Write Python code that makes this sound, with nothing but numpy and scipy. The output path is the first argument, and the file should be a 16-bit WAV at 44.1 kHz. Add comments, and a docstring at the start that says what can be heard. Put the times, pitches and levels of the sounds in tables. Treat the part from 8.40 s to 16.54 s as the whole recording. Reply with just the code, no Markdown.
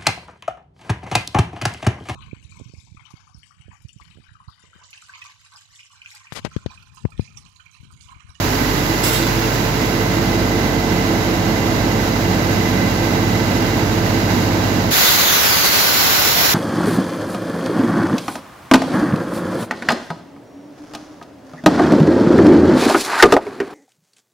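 """On a paved yard, a towed diesel screw compressor drones at arm's length: periodic firing, rotor
discharge and fan give tones, while combustion knock and cooling air excite the sheet-metal canopy.
A hatch swings with a hollow tone and a brief hiss, and its padlock rings in its normal modes.
Later a ball valve is turned and a turbulent jet roars from an open pipe, comb-filtered by a close echo.
An automatic gain control ducks the drone under the jet."""
import sys
import numpy as np
from scipy import signal
from scipy.fft import rfft, irfft, next_fast_len
from scipy.io import wavfile

SR = 44100
rng = np.random.default_rng(int(sys.argv[2]) if len(sys.argv) > 2 else 0)


def to_wav(sig):
    """Store sig (one row per channel, or 1-D mono) as 16-bit WAV at the path in sys.argv[1].

    Samples outside -1..1 are clipped; the rate is SR.
    """
    pcm = np.clip(np.atleast_2d(sig), -1, 1) * 32767
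    pcm = np.round(pcm).astype(np.int16)
    wavfile.write(sys.argv[1], SR, pcm.T)  # frames by channels


N = 358974
TIME, BINS = np.arange(N) / SR, np.fft.rfftfreq(next_fast_len(N, True), 1 / SR)
FIRING_HZ, LOBE_HZ = 48.45, 111.3   # rates of cylinder firing and rotor lobe discharge
# the listener's movements: start t/s, duration/s
STEP_DOWN = 0.55, 1.55   # from the hatch to the outlet
RETREAT = 6.6, 0.79   # back along the pipe


def compressor(speed_wander=0.001, split_hz=970, left_lag_ms=0.114):
    """Superposition of tones and noise timed by one governed shaft; deeper and duller at the outlet."""
    shaft_time = np.cumsum(1 + speed_wander * drift(2.5)) / SR
    at_outlet = move(*STEP_DOWN)
    drone_db, treble_db = between(-0.3, 0.1, at_outlet), between(2.5, 0.5, at_outlet)
    noise = clatter(shaft_time)
    low = below(noise, split_hz)
    boom = at_outlet * canopy_boom()
    deep = from_db(drone_db) * (drone(shaft_time) + low + boom) + hatch_cavity()
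    bright = from_db(treble_db + 0.54 * drift(15)) * (noise - low)
    sizzle = 0.53 * (1 - at_outlet) * (noise - below(noise, 8400))
    left, right = deep + bright + sizzle + at_outlet * panels()
    return np.array([delayed(left, left_lag_ms), right])   # the machine stands to the right


# upper exhaust orders: f/FIRING_HZ, relative level/dB
EXHAUST_ORDERS = [(1.5, -41), (1.75, -47), (2.5, -39.5), (2.75, -37), (3, -31), (3.5, -43), (4, -36),
                  (4.5, -38.5), (5, -31.5), (6, -34.5), (7, -35.5), (9, -39.5), (13, -40), (15, -42.5),
                  (17, -51), (18, -45), (18.5, -43.5), (20, -62), (21, -43.5), (22, -46.5), (32, -45)]
# screw harmonics: f/LOBE_HZ, relative level/dB
SCREW_HARMONICS = [(1, -26.5), (2, -33.5), (3, -28.5), (4, -33), (5, -49)]
# fan and belt-driven parts: f/Hz, relative level/dB
FAN_PARTIALS = [(177, -41), (182.9, -29.5), (208.5, -39), (256.8, -34), (271.5, -37), (305.5, -33),
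                (375.5, -43.5), (417, -44), (513, -38.5), (526, -47), (541, -42.5), (565.5, -45),
                (577, -40.5), (639, -41.5), (671, -40.5), (711.5, -40.5), (717, -44.5), (735, -43.5),
                (785, -42.5), (808, -44), (814, -43), (930, -43.5)]
# the machine's stereo balance: f/Hz, left minus right level/dB
MACHINE_PAN = [(60, -1.5), (200, -4), (380, -4), (700, -2), (1290, -5), (2380, -7.5), (4400, -10),
               (8100, -3), (15000, -4.5)]
def drone(shaft_time, waver_db=1.03):
    """Periodic sources have line spectra; neighbouring lines of exhaust, screw and fan beat."""
    # leaning in over the valve tilts the two lowest firing harmonics; drawing back undoes it
    lean_s = (TIME - 3) * (1 - move(*RETREAT))
    shade_db = -10 * (1 - move(0, 1))   # the hatch screens the screw until it has swung away
    fan_db = -9.5 * (1 - move(*STEP_DOWN))
    tones = [(FIRING_HZ, -31 - 0.4 * lean_s), (2 * FIRING_HZ, -27 + 0.7 * lean_s)]
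    tones += [(order * FIRING_HZ, db) for order, db in EXHAUST_ORDERS]
    tones += [(hz, db + fan_db) for hz, db in FAN_PARTIALS]
    tones += [(order * LOBE_HZ, db + shade_db) for order, db in SCREW_HARMONICS]
    out = gears(shaft_time)
    for hz, db in tones:
        wave = np.sqrt(2) * np.sin(2 * np.pi * (hz * shaft_time + rng.random()))
        gain = from_db(db + standing_wave_db(hz) + waver_db * drift(2))
        out += wave * gain * pan(np.interp(hz, *np.transpose(MACHINE_PAN)))
    return out


def gears(shaft_time, whine_hz=2036):
    """Amplitude and phase modulation make the gear whine flutter; a narrow noise band adds rasp."""
    phase = 2 * np.pi * whine_hz * shaft_time + 0.5 * drift(7.4)
    whine = np.sqrt(2) * np.sin(phase) * from_db(1.5 * (drift(12) + 0.5))
    rasp = resonant_noise(2028, width_hz=65)
    return from_db(-39 + standing_wave_db(whine_hz)) * (whine + rasp) * pan(balance_db=-10)


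# nodes and antinodes passed: t/s, f/Hz, level change/dB, half duration/s
NODE_CROSSINGS = [(.1, 2035, -10, 0.29), (.5, 2035, 7, .08), (.1, 338.5, -11, 0.27),
                  (1.1, 222.6, -22, 0.95), (0.96, 97, -19, 0.35), (1.15, 2035, -9, 0.28),
                  (1.62, 2035, 2, .12), (2.1, 2035, 1.5, .25), (1.28, 334.5, -14, 0.18),
                  (1.9, 445, 2.5, 0.91), (2.4, 111.5, -9, 0.31), (3.5, 111.5, -2.5, 0.93),
                  (3.55, 2035, -1, 0.17), (4.4, 2035, 4, 0.28), (5.17, 2035, 2, .22),
                  (5.85, 2035, -10, 0.47), (7.7, 445, -10, 1.3)]
def standing_wave_db(tone_hz):
    """Interference: a tone sinks or swells as the listener passes through its standing wave."""
    return sum(db * swell(s, half_s) for s, hz, db, half_s in NODE_CROSSINGS
               if abs(tone_hz / hz - 1) < 0.01)


# each cylinder's knock: relative level/dB
CYLINDER_LEVELS = [0.22, -0.69, 0.85, -0.8]
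# engine knock: f/Hz, relative spectral level/dB
KNOCK_SPECTRUM = [(60, -82), (150, -72), (280, -60), (440, -63.5), (478, -72), (520, -63.5), (740, -60),
                  (1000, -58), (1190, -66), (1330, -61.5), (2000, -67.5), (3500, -71), (7000, -76),
                  (16000, -87)]
# cooling air and combustion noise: f/Hz, relative spectral level/dB
RUSH_SPECTRUM = [(20, -85), (38, -70), (52, -53), (100, -50.5), (220, -50.5), (330, -49.5), (440, -52.5),
                 (478, -54.5), (515, -53), (900, -57), (1190, -61), (2000, -62), (3200, -69), (7000, -67),
                 (11000, -73.5), (16000, -77.5)]
# sheet-metal resonances: f/Hz, bandwidth/Hz, gain/dB
CANOPY_MODES = [(1544, 51, 2), (2004, 130, 3.5), (2210, 66, 2), (2803, 47, 6), (3970, 270, 3),
                (4800, 240, 3.5)]
# the machine's stereo likeness: f/Hz, coherence (clipped to 1 in use)
MACHINE_COHERENCE = [(130, 0.4), (290, 1.5), (640, 0), (1400, -0.09), (15000, 0)]
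def clatter(shaft_time, knock_fall_db=3, rush_fall_db=0.5):
    """Cyclostationary noise: each firing starts a fresh surge and a knock that recurs every cycle."""
    firings, cylinders = shaft_time * FIRING_HZ, len(CYLINDER_LEVELS)
    age, cylinder = firings % 1, firings.astype(int) % cylinders
    cycle_sample = (firings % cylinders * SR / FIRING_HZ).astype(int)
    blow = from_db(np.array(CYLINDER_LEVELS)[cylinder] - knock_fall_db * (age - 0.5))
    surge = from_db(rush_fall_db * (1 - age))
    canopy = MACHINE_COHERENCE, MACHINE_PAN, CANOPY_MODES
    knock = colour(white()[:, cycle_sample] * blow, KNOCK_SPECTRUM, *canopy)
    return knock + colour(white() * surge, RUSH_SPECTRUM, *canopy)


# air modes under the canopy: f/Hz, bandwidth/Hz, level/dB
CAVITY_MODES = [(180, 10, -34), (220.4, 11, -34), (251.7, 13, -35), (290, 11, -39)]
def canopy_boom():
    """Cavity resonance: narrow modes driven by noise boom in slow, uneven surges."""
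    boom = sum(from_db(db) * resonant_noise(hz, width)[0] for hz, width, db in CAVITY_MODES)
    return boom * pan(balance_db=-4)


# panels by the outlet: f/Hz, bandwidth/Hz, level/dB
PANEL_MODES = [(1550, 28, -40), (2780, 33, -44), (3885, 44, -45)]
def panels():
    """Forced vibration: randomly driven panels sing at their natural frequencies."""
    song = sum(from_db(db) * resonant_noise(hz, width) for hz, width, db in PANEL_MODES)
    return song * pan(balance_db=-4)


# turbulent roar: f/Hz, relative spectral level/dB
JET_SPECTRUM = [(20, -78), (45, -60), (75, -53), (250, -52), (500, -52.5), (1000, -52), (2000, -53),
                (3050, -54), (4500, -53.5), (6500, -53), (7700, -54), (11500, -54), (16000, -56)]
# outlet pipe resonances: f/Hz, bandwidth/Hz, gain/dB
PIPE_MODES = [(1494, 68, 4.5), (2023, 60, 5)]
# the jet's stereo likeness: f/Hz, coherence
JET_COHERENCE = [(60, 0.17), (300, 0), (800, 0.048), (1500, 0.0097), (15000, 0)]
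# its stereo balance: f/Hz, left minus right level/dB
JET_PAN = [(100, 5.5), (700, 4), (1290, 3), (2380, 0.5), (4400, -3.5), (6300, -5.5), (7800, -2.5),
           (15000, -4)]
# its gliding howl: t/s, f/Hz, relative level/dB
HOWL_PATH = [(6.55, 3900, -29), (6.72, 4150, -27), (6.88, 3730, -26), (6.99, 3410, -33), (7.08, 4690, -32),
             (7.25, 4426, -23), (8.1, 4400, -26)]
def jet(opens_s=6.503, turn_s=0.16, sag_db_per_s=3, flutter_db=1.4):
    """Turbulence through the ball valve radiates broadband noise, fading as tank pressure sags."""
    open_s, retreat = np.maximum(TIME - opens_s, 0), move(*RETREAT)
    gap = np.minimum(open_s / turn_s, 1) ** 1.4
    level_db = 34 - sag_db_per_s * open_s - 10.5 * retreat
    roar = colour(white(), JET_SPECTRUM, JET_COHERENCE, JET_PAN, PIPE_MODES)
    bass_db = between(-1, 0, retreat)   # the low roar fills in with distance
    roar += (from_db(bass_db) - 1) * below(roar, 1600)
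    howl_hz, howl_db = in_time(HOWL_PATH)
    howl = from_db(howl_db + 1.5 * drift(8)) * resonant_noise(howl_hz, width_hz=760)
    roar += howl * pan(balance_db=-4)
    roar[1] += echo(roar[1])   # only on the side that faces the pipe
    return gap * from_db(level_db + flutter_db * drift(9)) * roar


# close reflection during the retreat: t/s, delay/ms, gain
ECHO_PATH = [(6.7, .35, 0.35), (6.87, 0.37, 0.8), (7.0, 0.42, 0.64), (7.1, .51, 0.56), (7.25, .57, 0.49),
             (7.5, 0.64, 0.59)]
def echo(direct):
    """Comb filtering: added to its source, this inverted treble echo cuts notches that fall as it lags."""
    lag_ms, gain = in_time(ECHO_PATH)
    treble = below(direct - below(direct, 4600), 10000)
    return -gain * delayed(treble, lag_ms)


# spits of air: t/s, f/Hz, level/dB, half duration/s
VALVE_SPITS = [(6.541, 3510, -8, 0.011), (6.62, 4070, 5, .022), (6.683, 3550, 13, 0.032),
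               (6.692, 4150, 7, .028), (6.73, 4900, 3, .035), (6.83, 4030, 4, 0.03),
               (6.885, 3480, 7, 0.039), (7.128, 4600, 2, .028)]
def valve_spits(width_hz=370):
    """Edge noise: air catching on the rim of the ball flares in narrow bands."""
    spits = sum(from_db(db) * swell(s, half_s) * resonant_noise(hz, width_hz)
                for s, hz, db, half_s in VALVE_SPITS)
    return spits * pan(balance_db=-4)


# the brief hiss: f/Hz, relative spectral level/dB
HISS_SPECTRUM = [(500, -86), (1300, -58), (3000, -60.5), (5000, -61), (6500, -62), (12000, -56.5),
                 (16000, -66)]
# its peaks and dips: f/Hz, bandwidth/Hz, gain/dB
HISS_RESONANCES = [(2220, 300, 5), (2765, 37, 15), (3230, 120, 2), (3460, 70, 5), (3730, 78, 9),
                   (4120, 90, 4), (5160, 120, 4), (5400, 70, 9), (7700, 960, 11), (9010, 610, 25),
                   (11500, 540, -7), (13100, 600, -8), (15200, 500, 4)]
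def brief_hiss(split_hz=3400):
    """Frequency-dependent decay: a ringing hiss loses its treble first."""
    hiss = colour(white(), HISS_SPECTRUM, MACHINE_COHERENCE, MACHINE_PAN, HISS_RESONANCES)
    low = below(hiss, split_hz)
    treble = from_db(3.5) * (hiss - low)
    flicker = from_db(0.52 * drift(40))
    return flicker * (spurts(t60_s=0.78) * low + spurts(t60_s=0.33) * treble)


# spurts of the hiss: t/s, relative level/dB, hold/s
HISS_SPURTS = [(0.629, -3.5, 0.047), (0.72, -6, .033)]
def spurts(t60_s, attack_s=0.011):
    """Incoherent addition: envelopes that rise, hold and decay sum in power."""
    gains = [move(s, attack_s) * from_db(db - 60 * np.maximum(TIME - s - attack_s - hold_s, 0) / t60_s)
             for s, db, hold_s in HISS_SPURTS]
    return np.linalg.norm(gains, axis=0)


# tones within the hiss: t/s, f/Hz, level/dB, half duration/s
METAL_TONES = [(.645, 3480, -32, .012), (.66, 5430, -30, 0.03), (.668, 4870, -33, .022),
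               (0.682, 2765, -27, 0.036), (.692, 5130, -32, .01), (.725, 3000, -33, .015),
               (.756, 3250, -28.5, 0.023), (.765, 2765, -31, .018), (.767, 3730, -25, .02),
               (.777, 4130, -32.5, .022), (.795, 4670, -33, .013), (.806, 2790, -31, .014),
               (.83, 4070, -32, .01), (1.045, 2690, -33, .022)]
def metal_ringing():
    """Gaussian tone pulses flare one after another and are heard as metallic ringing."""
    tones = sum(from_db(db) * swell(s, half_s) * np.sin(2 * np.pi * hz * TIME)
                for s, hz, db, half_s in METAL_TONES)
    return tones * pan(balance_db=-9)


# the padlock striking the hatch: t/s, level/dB
LOCK_IMPACTS = [(.637, -30), (.668, -30), (.697, -29), (.728, -28), (.755, -33), (.793, -27), (.829, -26),
                (.868, -27), (0.894, -32), (.972, -36), (1.02, -30)]
# its modes: f/Hz, relative level/dB, T60/s
LOCK_MODES = [(1470, 3, 0.044), (2730, -9, 0.13), (3350, -8, .12), (3480, -6, .1), (3700, -8, .12),
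              (3920, -10, 0.092), (4140, -10, .1), (4880, -11, .08), (5070, -16, .07)]
def padlock(unevenness_db=2.5):
    """Damped free vibration: each impact excites every normal mode with a strength of its own."""
    out = np.zeros(N)
    for s, db in LOCK_IMPACTS:
        age = np.maximum(TIME - s, 0)
        for hz, mode_db, t60 in LOCK_MODES:
            strength = from_db(db + mode_db + unevenness_db * rng.standard_normal())
            decay = from_db(-60 * np.minimum(age / t60, 10))
            out += strength * decay * np.sin(2 * np.pi * hz * age)
    return out * pan(balance_db=6)


def hatch_cavity(peak_s=0.2):
    """Cavity resonance: the gap behind the closing hatch sounds a hollow tone that rises and fades."""
    hz = between(253, 321, move(start_s=0.16, takes_s=0.45))
    age = TIME - peak_s
    level_db = -22 + np.minimum(12 * age, -24 * age)
    return from_db(level_db) * resonant_noise(hz, width_hz=26)[0] * pan(balance_db=-4)


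def resonant_noise(centre_hz, width_hz):
    """Frequency shifting: low-passed noise on a carrier gives a stereo band of rms 1."""
    lowpass = signal.butter(2, width_hz / 2, fs=SR, output="sos")
    envelope = signal.sosfilt(lowpass, white() + 1j * white())
    phase = 2 * np.pi * np.cumsum(centre_hz * np.ones(N)) / SR
    band = np.real(envelope * np.exp(1j * phase))
    return band / band.std()


def colour(pair, spectrum, coherence, balance, resonances=()):
    """Spectral shaping: two white noises, as mid and side, take on a spectrum with resonance peaks."""
    size = next_fast_len(N, True)
    mid, side = rfft(pair, size)
    alike = np.clip(at_hz(coherence), -1, 1)
    peaks_db = sum(db / (1 + (2 * (BINS - hz) / width) ** 2) for hz, width, db in resonances)
    stereo = np.sqrt(1 + alike) * mid + np.sqrt(1 - alike) * side * [[1], [-1]]
    shaped = stereo * from_db(at_hz(spectrum) + peaks_db) * pan(at_hz(balance))
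    return irfft(shaped, size)[:, :N] * np.sqrt(SR) / 2


def white():
    """Two uncorrelated white noises."""
    return rng.standard_normal((2, N))


def drift(rate_hz, hop=40):
    """Low-passed random fluctuation of unit standard deviation."""
    pole = np.exp(-2 * np.pi * rate_hz * hop / SR)
    noise = rng.standard_normal(N // hop + 2002)
    slow = signal.lfilter([1], [1, -2 * pole, pole * pole], noise)[2000:]
    return np.interp(np.arange(N) / hop, np.arange(len(slow)), slow / slow.std())


def pan(balance_db):
    """Constant-power panning; positive is left."""
    gains = from_db(np.array([[0.5], [-0.5]]) * balance_db)
    return gains / np.sqrt(np.mean(gains ** 2, axis=0))


def below(x, hz):
    """Zero-phase low-pass filter."""
    return signal.sosfiltfilt(signal.butter(2, hz, fs=SR, output="sos"), x)


def delayed(x, lag_ms):
    """Propagation delay, steady or varying."""
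    return np.interp(TIME - lag_ms / 1000, TIME, x)


def from_db(db):
    """Level to amplitude ratio."""
    return 10 ** (np.asarray(db) / 20)


def in_time(rows):
    """Linear interpolation of each column over time."""
    s, *columns = np.transpose(rows)
    return [np.interp(TIME, s, column) for column in columns]


def at_hz(points):
    """Interpolation over log frequency."""
    hz, value = np.transpose(points)
    return np.interp(np.log(BINS + 1), np.log(hz), value)


def move(start_s, takes_s):
    """Raised-cosine transition from 0 to 1."""
    return 0.5 - 0.5 * np.cos(np.pi * np.clip((TIME - start_s) / takes_s, 0, 1))


def between(first, last, share):
    """Linear blend of two values."""
    return first + (last - first) * share


def swell(s, half_s):
    """Gaussian pulse of height 1."""
    return np.exp(-((TIME - s) / half_s) ** 2)


def scene():
    """Superposition in the open air: machine, escaping air and hatch sounds add."""
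    return compressor() + jet() + valve_spits() + brief_hiss() + metal_ringing() + padlock()


def gain_control(x, threshold_db=-14.5, squeeze=0.9, response_s=0.027, ahead_s=0.014):
    """Look-ahead compression takes back most of the running level's excess over the threshold."""
    pole = np.exp(-1 / (response_s * SR))
    power = signal.lfilter([1 - pole], [1, -pole], np.mean(x ** 2, axis=0))
    excess_db = np.maximum(10 * np.log10(power + 1e-12) - threshold_db, 0)
    return x * from_db(-squeeze * np.interp(TIME + ahead_s, TIME, excess_db))


# bands where the microphone is deaf: f/Hz, bandwidth/Hz
DEAF_BANDS = [(8450, 1200), (9000, 4500)]
def record(dry, cutoff_hz=15720):
    """Stages in cascade: microphone notches, gain control and a steep low-pass."""
    for hz, width_hz in DEAF_BANDS:
        dry = signal.lfilter(*signal.iirnotch(hz, hz / width_hz, fs=SR), dry)
    lowpass = signal.ellip(12, 0.1, 80, cutoff_hz, fs=SR, output="sos")
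    return signal.sosfilt(lowpass, gain_control(dry))


dry = scene()
out = record(dry)
to_wav(out)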